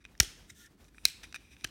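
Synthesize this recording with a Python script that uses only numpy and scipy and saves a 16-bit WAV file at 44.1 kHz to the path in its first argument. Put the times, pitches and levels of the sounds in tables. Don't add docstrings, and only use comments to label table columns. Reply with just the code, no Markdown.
import sys
import numpy as np
from scipy import signal
from scipy.fft import rfft, irfft
from scipy.io import wavfile
from scipy.ndimage import uniform_filter1d

SR = 44100
rng = np.random.default_rng(int(sys.argv[2]) if len(sys.argv) > 2 else 0)


def volts_from_db(level):
    exponent = np.asarray(level, float) / 20
    return 10 ** exponent


def waveform_to_disk(signal):
    frames = np.transpose(np.atleast_2d(signal))
    scaled = np.clip(frames, -1, 1) * 32767
    samples = np.round(scaled).astype(np.int16)
    wavfile.write(sys.argv[1], SR, samples)


N = 74970


def table_at(table, hz):
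    table_hz, value = np.array(table).T
    return np.interp(np.log(hz), np.log(table_hz), value)


def ring(x, hz, width_hz):
    r = np.exp(-np.pi * width_hz / SR)
    w = 2 * np.pi * hz / SR
    return signal.lfilter([0, np.sin(w)], [1, -2 * r * np.cos(w), r * r], x)


def band(x, lo_hz, hi_hz):
    return signal.sosfilt(signal.butter(2, [lo_hz, min(hi_hz, SR / 2.1)], "band", fs=SR, output="sos"), x)


def add(out, x, s):
    i = int(s * SR)
    out[..., i:i + x.shape[-1]] += x[..., :N - i]


def waist():
    # hz, width_hz, level_db
    waist_modes = [(1418, 200, -7), (1656, 300, -4), (2426, 400, -5), (3163, 200, -4.5), (3652, 1500, 1.5),
                   (4750, 1200, -14), (5290, 150, -5.5), (5900, 870, 1), (1954, 250, -12.5),
                   (6684, 430, -9), (8823, 400, -5), (9740, 150, -10.5), (11826, 330, -10.5),
                   (14100, 1400, -20.5)]
    # start_s, peak_db, chatter_s, tilt_db_per_octave, favoured_hz
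    waist_snaps = [
        (.1775, -50, 0.0022, 1.5, 5430),
        (.2007, -3.5, 0.00091, 4, 5900),
        (.2016, -8, 0.00054, 1, 1740),
        (.2025, -10.5, 0.00052, -1, 5400),
        (.203, -6.5, 0.000407, 4, 11900),
        (.2042, -6.5, 0.000676, -3, 3290),
        (.2049, -14.5, 0.00016, -1, 3800),
        (.2064, -29, 0.00095, -1.5, 2600),
        (.661, -46.5, 0.0059, 4, 5270),
        (.8437, -49.5, 0.000838, 0.5, 5710),
    ]
    # start_s, length_s, level_db, tilt_db_per_octave, favoured_hz
    waist_slides = [
        (.187, 0.01, -66, -5, 2995),
        (.84, 0.044, -72, 9, 5900),
    ]
    return clicks(waist_snaps, waist_modes, knock_db=-21.5) + slides(waist_slides, waist_modes)


def panel():
    # hz, width_hz, level_db
    panel_modes = [(1600, 150, -9.5), (2121.5, 89, -12), (2480, 110, -2), (2964, 240, -13.5),
                   (4000, 239, -1), (4668, 820, -4), (5400, 270, -5.5), (6330, 920, -5.5), (7847, 280, -6),
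                   (8975, 300, -8), (10905, 420, -17.5), (12400, 500, -26.5), (13060, 1200, -14),
                   (15185, 600, -19.5)]
    # start_s, peak_db, chatter_s, tilt_db_per_octave, favoured_hz
    panel_snaps = [
        (1.031, -68.5, 0.00099, 3.5, 4000),
        (1.0531, -7.5, 0.000305, 1.8, 13500),
        (1.0533, -6, 0.0004, -0.05, 4000),
        (1.0546, -16.5, .0008, 1.23, 1600),
        (1.0562, -22.5, .001, 3.2, 2480),
        (1.0593, -31, 0.0014, -0.84, 4000),
    ]
    return clicks(panel_snaps, panel_modes, knock_db=-38)


def peg():
    # hz, width_hz, level_db
    peg_modes = [(1583, 190, 0.5), (2480, 330, -3.5), (3000, 200, -2.5), (4171, 280, -3), (5000, 264, -4.5),
                 (5916, 260, -2.5), (6930, 270, -10), (7517, 236, -8.5), (8252, 320, -7),
                 (9000, 214.3, -10.5), (10440, 810, -9), (14800, 550, -18.5)]
    # start_s, peak_db, chatter_s, tilt_db_per_octave, favoured_hz
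    peg_snaps = [
        (1.6425, -29.5, 0.00074, 0, 5900),
        (1.6433, -27, .0006, 1, 4080),
        (1.644, -20.5, .0004, 0.5, 4000),
        (1.6448, -20, 0.000314, -2.5, 2520),
        (1.6463, -23.5, 0.00076, 4, 1600),
        (1.6474, -22, 0.00063, -4.5, 3000),
        (1.649, -26.5, 0.00056, -9, 5900),
    ]
    return clicks(peg_snaps, peg_modes, knock_db=-22.5)


def limbs():
    # hz, width_hz, level_db
    limb_modes = [(1643, 390, -1), (2470, 170, 0), (3787, 260, -2), (4926, 220, -9.5), (5861, 320, -4.5),
                  (7000, 410, -15.5), (7280, 460, -14), (8100, 290, -13.5), (9090, 180, -12.5),
                  (10610, 730, -16), (12170, 520, -19), (15900, 600, -27.5)]
    # start_s, peak_db, chatter_s, tilt_db_per_octave, favoured_hz
    limb_ticks = [(.0513, -33.5, .002, -3.5, 2540), (.061, -52.5, .002, -3.5, 2480),
                  (.1515, -48.5, .002, -4.5, 1600), (.808, -61, 0.0028, -1.5, 2460),
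                  (.849, -55, .002, -3.5, 3020), (.881, -56, 0.011, 3.5, 1600),
                  (.9455, -51.5, 0.0028, -9.5, 1600), (.9818, -40.5, .002, -10, 2519),
                  (1.2319, -41.5, .001, 0.5, 4000), (1.2336, -36, .0005, 3, 5000),
                  (1.2347, -38.5, .0006, -3.5, 2410), (1.2362, -41, .001, 4.5, 4000),
                  (1.2393, -38, .0004, 3, 5800), (1.2405, -37, .0005, -8.5, 2430),
                  (1.2424, -40, .001, -3, 4000), (1.2462, -44.5, .001, -2, 2435),
                  (1.3257, -35.5, .0005, -1, 5000), (1.3272, -39, 0.00072, -0.5, 2498),
                  (1.344, -29, .0008, -8, 5800), (1.3452, -34, .0006, 0.5, 2430),
                  (1.3497, -36.5, .001, 4.5, 2450), (1.3535, -36.5, .002, -5.5, 5800),
                  (1.3575, -46.5, .0005, 6, 5000), (1.3592, -39, .0004, 5, 8450),
                  (1.36, -29.5, .0006, 0, 2440), (1.3616, -32.5, .0005, -9.5, 4000),
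                  (1.3655, -39.5, .001, -5, 2460), (1.5662, -45, .002, -2, 2450),
                  (1.6103, -44.5, .001, 1, 2800), (1.62, -54, .002, 4, 2480),
                  (1.6385, -42.5, 0.00188, -5, 4100)]
    # start_s, length_s, level_db, tilt_db_per_octave, favoured_hz
    limb_slides = [(.0, 0.0358, -67.5, -0.5, 1600), (.04, 0.0084, -59, -0.5, 2380),
                   (.075, 0.027, -70.5, -11.5, 2450), (.93, 0.125, -69, 5, 9000),
                   (1.032, 0.094, -54.5, 4.5, 2464), (1.228, 0.0345, -51.5, 1.5, 2490),
                   (1.345, 0.02545, -51.5, 3.5, 2420), (1.37, 0.1595, -66, 3, 2470),
                   (1.505, 0.0476, -57.5, 2, 2450), (1.57, 0.0924, -64, 4, 2420),
                   (1.255, 0.086, -67.5, 4, 4000)]
    return clicks(limb_ticks, limb_modes, knock_db=-22) + slides(limb_slides, limb_modes)


def flap():
    # hz, width_hz, level_db
    flap_modes = [(1820, 200, -6), (2176, 150, -4.5), (3800, 158, -6), (5257, 255, -7), (6118, 210, -6),
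                  (7063, 200, -7.5), (8600, 203, -8.5), (9820, 430, -17), (12350, 400, -16),
                  (14930, 400, -20)]
    # start_s, peak_db, chatter_s, tilt_db_per_octave, favoured_hz
    flap_ticks = [
        (.4958, -48, .001, 1.1, 4514),
        (.4985, -52, .001, 0, 2103),
        (.5012, -42, .0006, -1.51, 1932),
        (.5026, -38.5, 0.00032, 1.74, 6210),
        (.5038, -45.5, 0.0018, 1.2, 5000),
        (.5057, -45.5, .001, -1.18, 1900),
        (.5085, -49.5, .001, 2.09, 7000),
    ]
    # start_s, length_s, level_db, tilt_db_per_octave, favoured_hz
    flap_slides = [
        (.494, 0.0167, -49.5, 0.0043, 1888),
    ]
    return clicks(flap_ticks, flap_modes, knock_db=-38) + slides(flap_slides, flap_modes)


def finger_strokes():
    # hz, width_hz, level_db
    grip_modes = [(1420, 36, -2), (1780, 77, 0.5), (3560, 500, 1), (5800, 780, -4), (8200, 2500, -2.5),
                  (10070, 830, -7.5), (12560, 900, -11), (15000, 900, -11.5)]
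    # start_s, length_s, level_db, tilt_db_per_octave, favoured_hz
    strokes = [
        (.47, 0.0728, -65, 1, 8200),
        (.54, 0.126, -59.5, 3, 5800),
        (.59, 0.052, -60.5, -1, 1420),
        (.625, 0.0599, -60, -1, 1780),
    ]
    return slides(strokes, grip_modes)


def clicks(table, modes, knock_db):
    knock_hz, upper_hz, knock_width_hz = 361.3, 662.4, 120
    upper_db, far_knock_db = -3.5, 7
    burst_s, follow_share = .008, 0.3967
    out, t, burst = np.zeros((2, N)), np.arange(2048) / SR, -1
    blow = t == 0
    upper_gain = volts_from_db([[upper_db], [upper_db - far_knock_db]])
    knock = ring(blow, knock_hz, knock_width_hz) + upper_gain * ring(blow, upper_hz, 2 * knock_width_hz)
    knock = knock * volts_from_db([[knock_db], [knock_db + far_knock_db]])
    for s, db, length, tilt_db, hz in table:
        chatter = impacts(5400, spread_db=3, size=2048)
        push = chatter * (t < length) * (1 - 0.55 * t / length)
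        push[0] = 2.2
        x = shell(push, np.linalg.norm(push) * blow, modes, tilt_db, -14, hz)
        x = volts_from_db(db) * (x / np.abs(x[0]).max() + knock)
        burst = s if s - burst > burst_s else burst
        share = 1 if s == burst else follow_share
        add(out[0], x[0], s)
        add(out[1], share * x[1], burst)
    return out


def slides(table, modes):
    out, t = np.zeros((2, N)), np.arange(8192) / SR
    for s, length, db, tilt_db, hz in table:
        grit = impacts(22000, spread_db=4.5, size=8192)
        x = shell(grit, grit, modes, tilt_db, -1.5, hz)
        swell = np.sin(np.pi * np.clip(t / length, 0, 1)) ** 0.7
        add(out, x / x[0].std() * volts_from_db(db) * swell, s)
    return out


def impacts(per_s, spread_db, size):
    when = rng.random(size)
    sign, size_draw = rng.standard_normal((size, 2)).T
    return (when < per_s / SR) * np.sign(sign) * volts_from_db(spread_db * np.clip(size_draw, -2, 2))


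def shell(push, far_push, modes, tilt_db, crack_db, favoured_hz):
    favour_db, favour_octaves = 6, 0.33
    narrow = 0.94
    far_blur = 1.6
    far_crack_db, far_tilt_db = -5.5, -0.5
    near = volts_from_db(crack_db + tilt_db) * band(push, 2000, 10000)
    unit = np.arange(len(push)) == 0
    f = np.arange(257) * SR / 512 + 1
    power = volts_from_db(2 * (crack_db + tilt_db + far_crack_db)) * (f > 1300)
    for k, (hz, w, db) in enumerate(modes):
        favour = favour_db * np.exp(-(np.log2(hz / favoured_hz) / favour_octaves) ** 2)
        gain = np.sqrt(w / 300) * volts_from_db(db + tilt_db * np.log2(hz / 4000) + favour)
        uneven = push * (1 + 0.49 * rng.standard_normal(len(push)))
        rung = ring(uneven, hz, w * narrow)
        energy = np.linalg.norm(push) * np.linalg.norm(ring(unit, hz, w * narrow))
        rung *= energy / np.linalg.norm(rung)
        near = near + gain * (-1) ** k * np.sqrt(narrow) * rung
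        power = power + far_blur * (gain * SR / (4 * np.pi)) ** 2 / ((f - hz) ** 2 + (w * far_blur / 2) ** 2)
    far_response = np.sqrt(power) * volts_from_db(far_tilt_db * np.log2(f / 4000))
    colour = np.fft.fftshift(irfft(far_response))[64:448]
    far = signal.fftconvolve(far_push, colour)[128:len(push) + 128]
    return band(band(np.array([near, far]), 1150, 26000), 1150, 26000)


def jolts():
    # start_s, peak_db, settled_hz, t60_s
    blows = [
        (0.2024, -33, 95, 0.061),
        (0.206, -22.5, 41.1, 0.09),
        (0.276, -43, 40.1, 0.0764),
        (0.515, -47, 49.49, 0.081),
        (1.053, -45.5, 45.24, 0.136),
        (1.648, -33.5, 89.6, 0.0135),
        (1.654, -48, 41.4, 0.172),
    ]
    sag, sag_s = 1.6, 0.0075
    out, t = np.zeros(N), np.arange(8192) / SR
    for s, db, hz, t60 in blows:
        turns = hz * (t + sag * sag_s * (1 - np.exp(-t / sag_s)))
        add(out, -volts_from_db(db - 60 * t / t60) * np.sin(2 * np.pi * turns), s)
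    return out


def walls(x):
    # delay_s, level_db
    echoes = [(0.0055, -33.5), (0.0098, -26.5), (0.0122, -33), (0.0194, -33), (0.023, -30), (0.029, -28),
              (0.032, -37), (0.045, -34.5)]
    # hz, t60_s
    room_t60 = [(300, 0.12), (2000, 0.3858), (6000, 0.278), (15000, 0.19)]
    room_db, rise_s, smear_s = -24.5, 0.018, .0021
    late_db, late_stretch = -6, 2.2
    t = np.arange(SR // 2) / SR
    edges = 150 * 2 ** np.arange(0, 7.5, .5)
    tail = np.zeros(len(t))
    for lo, hi in zip(edges[:-1], edges[1:]):
        fall_db = -60 * t / table_at(room_t60, lo)
        decay = volts_from_db(fall_db) + volts_from_db(late_db + fall_db / late_stretch)
        tail += band(rng.standard_normal(len(t)), lo, hi) * decay
    tail *= 1 - np.exp(-t / rise_s)
    tail *= volts_from_db(room_db) / np.sqrt(np.sum(tail ** 2))
    for s, db in echoes:
        burst = rng.standard_normal(len(t)) * (t >= s) * np.exp(-np.abs(t - s) / smear_s)
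        tail += volts_from_db(db) * burst / np.sqrt(np.sum(burst ** 2))
    return signal.fftconvolve(x, tail)[:N]


def room_tone():
    # hz, level_db (per Hz)
    spectrum = [(24, -18), (48, 3), (110, -9.5), (300, -11), (520, -23.5), (1500, -28.5), (6000, -36),
                (15500, -43)]
    rumble_walk_db, hiss_walk_db = 1.5, 4.5
    hz = np.maximum(np.arange(N // 2 + 1) * SR / N, 1)
    colour = volts_from_db(table_at(spectrum, hz))
    low = rfft(rng.standard_normal(N)) * colour * (hz < 450)
    high = rfft(rng.standard_normal(N)) * colour * (hz >= 450)
    walk = uniform_filter1d(np.repeat(rng.standard_normal(N // 2048 + 1), 2048), 2048)[:N]
    rumble = irfft(low, N) * volts_from_db(rumble_walk_db * walk)
    hiss = irfft(high, N) * volts_from_db(hiss_walk_db * walk)
    x = rumble + hiss
    return x / x.std() * volts_from_db(-60)


def scene():
    near, far = waist() + panel() + peg() + limbs() + flap() + finger_strokes()
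    return (near + walls(far) + jolts() + room_tone())[None]


def roll_off(x):
    return signal.sosfilt(signal.butter(12, 17140, fs=SR, output="sos"), x)


def record(dry):
    x = signal.sosfilt(signal.ellip(6, .3, 28, 16300, fs=SR, output="sos"), dry)
    x = signal.sosfilt(signal.butter(2, 38, "high", fs=SR, output="sos"), x)
    return roll_off(x)


dry = scene()
out = record(dry)
waveform_to_disk(out)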